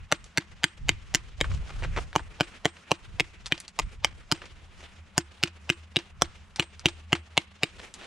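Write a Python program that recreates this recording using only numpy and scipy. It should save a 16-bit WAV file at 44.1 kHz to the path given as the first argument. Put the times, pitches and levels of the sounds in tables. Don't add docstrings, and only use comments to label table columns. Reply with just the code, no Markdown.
import sys
import numpy as np
from scipy import signal
from scipy.fft import rfft, irfft, next_fast_len
from scipy.io import wavfile
from scipy.ndimage import uniform_filter1d

SR = 44100
rng = np.random.default_rng(int(sys.argv[2]) if len(sys.argv) > 2 else 0)


def waveform_to_disk(signal):
    frames = np.transpose(np.atleast_2d(signal))
    scaled = np.clip(frames, -1, 1) * 32767
    samples = np.round(scaled).astype(np.int16)
    wavfile.write(sys.argv[1], SR, samples)


N = 355798
TIME = np.arange(N) / SR
AGE = np.arange(SR // 2) / SR
SHORT = AGE[:SR // 10]
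GRIT_FILTER = signal.butter(6, 9300, fs=SR, output="sos")


def undb(db):
    return 10 ** (np.asarray(db) / 20)


def unit(x):
    return x / np.sqrt(np.mean(x ** 2))


def hit_level(x, db):
    return x * undb(db) / np.sqrt(np.sum(x ** 2) / (SR / 100))


def add(track, s, x):
    i = int(s * SR)
    track[i:i + len(x)] += x[:len(track) - i]


def band(x, lo_hz, hi_hz):
    sos = signal.butter(2, [lo_hz, min(hi_hz, SR / 2 - 10)], "band", fs=SR, output="sos")
    return signal.sosfilt(sos, x)


def colour(x, points):
    hz, db = np.transpose(points)
    size = next_fast_len(N)
    f = np.maximum(np.fft.rfftfreq(size, 1 / SR), 1)
    gain = undb(np.interp(np.log(f), np.log(hz), db))
    gain = gain / (1 + (f / hz[-1]) ** 10)
    return unit(irfft(rfft(x, size) * gain, size)[:N])


def walk(rate):
    hold = int(SR / rate)
    steps = rng.standard_normal(N)[np.arange(N) // hold]
    return unit(uniform_filter1d(steps, hold))


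def swell(middle_s, length_s, db):
    return undb(db) ** 2 * np.exp(-2 * (2 * (TIME - middle_s) / length_s) ** 2)


def fade(t, t60):
    return np.exp(-np.log(1000) * t / t60)


def mode(t, hz, t60):
    return np.sin(2 * np.pi * hz * t) * fade(t, t60)


def crush(lo_hz, hi_hz, t60):
    sizes = undb(6.5 * rng.standard_normal(len(SHORT)))
    grains = rng.standard_normal(len(SHORT)) * sizes
    return signal.sosfilt(GRIT_FILTER, band(grains * fade(SHORT, t60), lo_hz, hi_hz))


EARLY_COPY_LEAD_S, LATE_COPY_LAG_S = 0.0066, 0.0068
KNOCK_HZ, BODY_HZ = 847, 1775
# (start_s, thud_db, knock_db, body_db, clack_db, snap_db, steel_ring_db,
#  body_hz, clack_hz, snap_hz, early_copy_re_main_db, late_copy_re_main_db)
HAMMER_BLOWS = [(0.1235, -28, -21, -23, -23, -25, -50, 1410, 2830, 6080, -11, -27),
                (0.381, -26, -35, -26.5, -28, -28.5, -68, 1607, 2090, 4530, 1, -32),
                (0.641, -28, -32, -21.5, -18.5, -23.5, -47, 1565, 3170, 4430, -13, -21.5),
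                (0.8917, -28, -30.5, -22.5, -18.5, -24, -62.5, 2080, 3015, 4640, -17, -27),
                (1.1479, -28.5, -36.5, -25, -25, -20.5, -58.5, 2000, 2820, 5680, -21, -7),
                (1.4112, -29.5, -27.5, -29, -22, -31, -47.5, 1730, 3110, 4500, -15, -24),
                (2.1608, -25, -18, -45, -26.5, -31.5, -48, 1570, 2954, 6350, -11, -27),
                (2.4079, -23, -22.5, -26, -22.5, -30, -48, 1470, 3110, 4840, -13.5, -13),
                (2.6549, -24, -22, -24, -23.5, -32.5, -46.5, 1840, 3150, 7100, -14, -11.5),
                (2.9161, -25, -18.5, -35, -21, -27.5, -53, 1780, 2775, 5900, -15.5, -35),
                (3.2044, -29, -31.5, -40, -21.5, -31.5, -60, 2170, 2500, 4520, 0, -32),
                (3.5222, -28.5, -37.5, -26.5, -18.5, -33, -58, 2030, 2450, 4600, -23, -23.5),
                (3.7963, -38, -27, -34.5, -30.5, -31.5, -51, 2060, 2690, 6830, -1, -25),
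                (4.0462, -37.5, -25, -37, -18.5, -23.5, -57, 1800, 2220, 4880, -30, -15.5),
                (4.322, -23.5, -30.5, -32.5, -26, -25, -49, 1400, 3030, 4830, -2, -29),
                (5.1793, -23, -25, -26, -29, -21, -50, 1520, 2830, 6765, -33, -13),
                (5.436, -26.5, -36, -26, -19.5, -24.5, -57, 1455, 2650, 4600, -11.5, -35),
                (5.7, -26, -35, -24.5, -18, -27.5, -49, 2130, 2600, 3750, -11, -19),
                (5.9668, -26, -35, -35, -18.5, -32, -63, 2040, 2790, 4700, -6.5, -33.5),
                (6.2205, -28, -19.5, -28, -23, -20.5, -53, 1330, 3380, 5650, -25, -27),
                (6.5962, -26.5, -31, -30, -20.5, -31, -43.5, 1730, 2630, 4200, -47, -9),
                (6.8573, -21.5, -29.5, -32, -15.5, -27.5, -45, 2040, 2740, 4740, -40, -10.5),
                (7.1292, -21.5, -24.5, -23, -18, -29.5, -50, 2070, 2900, 4500, -17, -18),
                (7.3767, -27.5, -22.5, -43, -16, -25.5, -66, 1760, 2817, 3960, -16.5, -38),
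                (7.6332, -27.5, -29, -50, -20, -28, -52, 2160, 2330, 4580, -28, -12.5)]


def hammering():
    out = np.zeros(N)
    for (s, thud_db, knock_db, body_db, clack_db, snap_db, steel_db,
         body_hz, clack_hz, snap_hz, early_copy_db, late_copy_db) in HAMMER_BLOWS:
        lead_in = lead_in_noise()
        add(out, s - len(lead_in) / SR, hit_level(lead_in, -40))
        levels_db = [knock_db, body_db, clack_db, snap_db]
        leads_hz = [KNOCK_HZ * BODY_HZ / body_hz, body_hz, clack_hz, snap_hz]
        clack = contact(levels_db, leads_hz)
        for lag, db in (-EARLY_COPY_LEAD_S, early_copy_db), (0, 0), (LATE_COPY_LAG_S, late_copy_db):
            add(out, s + lag, undb(db) * clack)
        add(out, s, hit_level(hand_thud(), thud_db))
        add(out, s, handle_ring(s, thud_db, knock_db, clack_db))
        add(out, s, hit_level(steel_ring(), steel_db))
        add(out, s, hit_level(mode(SHORT, 8350, 0.033), snap_db - 19.5))
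        throw_grit(out, s)
    return out


# (lowest_hz, highest_hz, lead_t60_s, rest_t60_s, rest_re_lead_db)
STONE_RANGES = [(404, 1362, 0.0036, 0.016, -1), (1390, 2156, 0.015, 0.014, -5.5),
                (1989, 4046, 0.0091, 0.017, -2), (4120, 7605, 0.007, 0.0066, -1)]


def contact(levels_db, leads_hz):
    snap_db = levels_db[-1]
    out = hit_level(crush(5600, 9760, 0.017), snap_db - 10.5)
    crack = band(rng.standard_normal(len(SHORT)) * fade(SHORT, 0.011), 10000, 14000)
    out += hit_level(crack, snap_db - 22)
    for stone_range, db, hz in zip(STONE_RANGES, levels_db, leads_hz):
        lo_hz, hi_hz, lead_t60, rest_t60, rest_db = stone_range
        lead = hit_level(band(mode(SHORT, hz, lead_t60), 0.63 * hz, 1.62 * hz), 0)
        rest = hit_level(stone_modes(lo_hz, hi_hz, rest_t60, count=8), rest_db)
        out += hit_level(lead + rest, db)
    return out


def stone_modes(lo_hz, hi_hz, t60, count):
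    place, weight = rng.random(count), rng.standard_normal(count)
    hz = lo_hz * (hi_hz / lo_hz) ** ((np.arange(count) + place) / count)
    return band(weight @ mode(SHORT, hz[:, None], t60), lo_hz, hi_hz)


def hand_thud():
    thud = mode(SHORT, 167.5, 0.029) + undb(-1.5) * mode(SHORT, 306, 0.039)
    return band(thud, 91, 380)


HANDLE_HZ, HANDLE_RE_THUD_DB = 340, -10.5
HANDLE_DB_PER_DB = -0.12
LOOSE_FROM_S, LOOSE_UNTIL_S, LOOSE_DB = 4.8, 7.25, 6


def handle_ring(s, thud_db, knock_db, clack_db):
    db = thud_db + HANDLE_RE_THUD_DB
    db += HANDLE_DB_PER_DB * (knock_db - clack_db)
    db += LOOSE_DB * (LOOSE_FROM_S < s < LOOSE_UNTIL_S)
    return hit_level(mode(SHORT, HANDLE_HZ, 0.1), db)


STEEL_PITCHES = [7180, 8172, 8197, 14045]
# (level_db, t60_s)
STEEL_MODES = [(0, .14), (-4, .27), (-2, .13), (-20, .1)]


def steel_ring():
    return sum(undb(db) * mode(AGE, hz, t60) for hz, (db, t60) in zip(STEEL_PITCHES, STEEL_MODES))


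GRIT_DB, GRIT_DELAY_S, GRIT_SPREAD_S = -44, 0.018, 0.024


def throw_grit(track, s):
    for when, size in rng.random((4, 2)):
        spray = hit_level(crush(870, 3800, 0.046), GRIT_DB - 9 * when - 6 * size)
        add(track, s + GRIT_DELAY_S + GRIT_SPREAD_S * when, spray)


def lead_in_noise():
    rise = fade(SHORT[:int(0.03 * SR)], 0.05)[::-1]
    hiss = band(band(rng.standard_normal(len(rise)), 1100, 5300), 1100, 5300)
    low = band(rng.standard_normal(len(rise)), 560, 930)
    return (low + undb(-14) * hiss) * rise


# (start_s, level_db, centre_hz)
LIGHT_TICKS = [(0.242, -54, 4830), (1.4433, -39, 1260), (1.5147, -46.5, 1620), (1.8374, -38.5, 1930),
               (1.963, -39, 1620), (2.1294, -48, 1610), (2.1943, -41.5, 1030), (2.768, -53, 2170),
               (3.459, -41, 3940), (3.465, -41, 4000), (3.579, -49, 3140), (3.6017, -45.5, 8050),
               (3.68, -47, 4430), (4.418, -46, 1630), (4.4557, -54, 3170), (5.4741, -44.5, 2730),
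               (5.9889, -43, 2300), (6.56, -42.5, 3900), (6.6242, -40, 2310), (6.7949, -48.5, 4400),
               (6.8853, -38, 2800), (7.1515, -36.5, 2240), (7.94, -46.5, 5560)]


def chips():
    out = np.zeros(N)
    for s, db, hz in LIGHT_TICKS:
        add(out, s, hit_level(crush(0.84 * hz, 1.4 * hz, 0.0033), db))
        add(out, s, hit_level(crush(0.19 * hz, 1.67 * hz, 0.063), db + 2))
    return out


# (start_s, length_s, level_db, centre_hz)
STONE_SCRAPES = [(1.516, 0.065, -49, 5000), (1.69, 0.033, -45, 1780), (1.819, 0.041, -36, 1500),
                 (1.958, 0.032, -30.5, 1280), (4.063, 0.068, -51.5, 2300), (4.332, 0.044, -47, 2640),
                 (4.416, 0.029, -49, 1180), (4.805, .04, -49.5, 2750), (7.784, 0.037, -46.5, 2810),
                 (8.01, .035, -46, 2600)]


def scrapes():
    out = np.zeros(N)
    for s, length, db, hz in STONE_SCRAPES:
        for when, size in rng.random((10, 2)):
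            catch = crush(0.055 * hz, 1.23 * hz, 0.021)
            add(out, s + length * when, hit_level(catch, db - 1.5 - 12 * size))
    return out


RUB_RE_RUSTLE_DB = -5.5
RUB_GROWTH = 1.2
SLIP_FAST_DB, SLIP_SLOW_DB = 2.6, 1.2
# (pitch_hz, relative_level_db)
RUB_SPECTRUM = [(100, -13), (250, 7.5), (500, 5.5), (1300, 0), (2200, -21), (5000, -44)]
# (pitch_hz, relative_level_db)
RUSTLE_SPECTRUM = [(600, -11), (1400, 4), (2800, 5.5), (4300, -3), (7000, -7), (9600, -13.5), (11500, -25),
                   (16000, -57.5)]


def clothes():
    rustle_db = effort_db()
    rub_db = -60 + RUB_RE_RUSTLE_DB + RUB_GROWTH * (rustle_db + 60)
    slips = undb(SLIP_FAST_DB * walk(70) + SLIP_SLOW_DB * walk(19))
    out = 0
    for spectrum, db in (RUB_SPECTRUM, rub_db), (RUSTLE_SPECTRUM, rustle_db):
        mid, side = (colour(row, spectrum) for row in fibres())
        out = out + slips * undb(db) * (mid + undb(-6) * np.array([side, -side]))
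    return out


CLOTH_REST_DB = -65
LIFT_S, LIFT_DB = 0.31, -64
BACKSWING_S, FLICK_S, FLICK_DB = 0.137, 0.019, -57.5
# (middle_s, length_s, level_db)
STONE_TURNS = [(1.0, 0.38, -62), (1.525, 0.14, -51), (1.803, 0.74, -53), (1.998, 0.097, -48.5),
               (2.413, 0.44, -57.5), (3.046, 0.72, -62), (3.585, 0.079, -64), (4.573, 1, -59.5),
               (4.826, 0.22, -55.5), (7.833, 0.19, -53.5), (8.042, 0.16, -48)]


def effort_db():
    power = undb(CLOTH_REST_DB) ** 2 + sum(swell(*turn) for turn in STONE_TURNS)
    for s, *_ in HAMMER_BLOWS:
        power = power + swell(s + BACKSWING_S / 2, LIFT_S, LIFT_DB)
        power = power + swell(s + BACKSWING_S, FLICK_S, FLICK_DB)
    return 10 * np.log10(power)


FOLD_DB = 1.8


def fibres():
    grains = rng.standard_normal((2, N)) * undb(2.9 * rng.standard_normal(N))
    edges_hz = 350 * 2 ** np.arange(0, 6, 0.75)
    out = band(grains, 91, edges_hz[0])
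    for lo_hz, hi_hz in zip(edges_hz, edges_hz[1:]):
        grains = np.roll(grains, SR // 10, axis=1)
        out = out + band(grains, lo_hz, hi_hz) * undb(FOLD_DB * walk(25))
    return out


BREEZE_DB, BREEZE_SWAY_DB = -62, 7
# (pitch_hz, relative_level_db)
WIND_SPECTRUM = [(15, -7.5), (35, 2), (80, -1), (150, -12.5), (300, -33.5), (700, -59.5)]
# (middle_s, length_s, level_db)
WIND_GUSTS = [(0.017, 0.13, -43.5), (0.885, .14, -30.5), (1.21, 0.67, -45), (1.531, 0.21, -29),
              (1.892, 0.31, -31), (2.346, 0.35, -52), (3.146, 0.21, -42.5), (3.848, 0.071, -33.5),
              (4.056, 0.41, -45.5), (4.677, 0.65, -53)]


def wind():
    mid, side = (colour(rng.standard_normal(N), WIND_SPECTRUM) for _ in range(2))
    breeze = undb(BREEZE_DB + BREEZE_SWAY_DB * walk(6.5)) ** 2
    power = breeze + sum(swell(*gust) for gust in WIND_GUSTS)
    return np.sqrt(power) * (mid + undb(-4.5) * np.array([side, -side]))


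# (time_s, level_db)
DRONE_LEVELS = [(0, -62.5), (2.5, -60), (4.4, -68), (4.9, -51.5), (6.3, -54.5), (7.3, -50), (7.6, -56),
                (8.07, -67)]


def distant_drone():
    hum = unit(band(rng.standard_normal(N), 73.4, 84))
    return undb(np.interp(TIME, *np.transpose(DRONE_LEVELS))) * hum


# (pitch_hz, relative_level_db)
AIR_SPECTRUM = [(20, -12.5), (50, -5), (76, -1), (120, -8), (200, 4), (280, -23), (550, -21), (1100, -11.5),
                (2800, -21), (5000, -50), (9000, -54.5), (12000, -44)]


def outdoors():
    mid, side = (colour(rng.standard_normal(N), AIR_SPECTRUM) for _ in range(2))
    level = undb(-61.5 + walk(1.0))
    return distant_drone() + level * (mid + undb(-9.5) * np.array([side, -side]))


def surroundings(x):
    out = []
    for _ in range(2):
        near = band(rng.standard_normal(len(AGE)), 170, 10000) * fade(AGE, 0.06) * (AGE > 0.002)
        far = band(rng.standard_normal(len(AGE)), 800, 3500) * fade(AGE, 0.45) * (AGE > 0.015)
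        echo = undb(-20.5) * near / np.linalg.norm(near) + undb(-37) * far / np.linalg.norm(far)
        out.append(signal.fftconvolve(x, echo)[:N])
    return np.array(out)


def port_difference(x, lo_hz, hi_hz):
    late = signal.hilbert(x, next_fast_len(N))[:N].imag
    return band(band(late, lo_hz, hi_hz)[::-1], lo_hz, hi_hz)[::-1]


def scene():
    work = hammering() + chips() + scrapes()
    side = undb(0.5) * port_difference(work, 7200, 13000)
    side += undb(-13) * port_difference(work, 700, 6000)
    ports = work + np.array([side, -side])
    return ports + surroundings(work) + clothes() + wind() + outdoors()


TOP_HZ = 16200


def record(dry):
    rounded = np.tanh(dry)
    return signal.sosfilt(signal.ellip(8, 0.2, 70, TOP_HZ, fs=SR, output="sos"), rounded)


dry = scene()
out = record(dry)
waveform_to_disk(out)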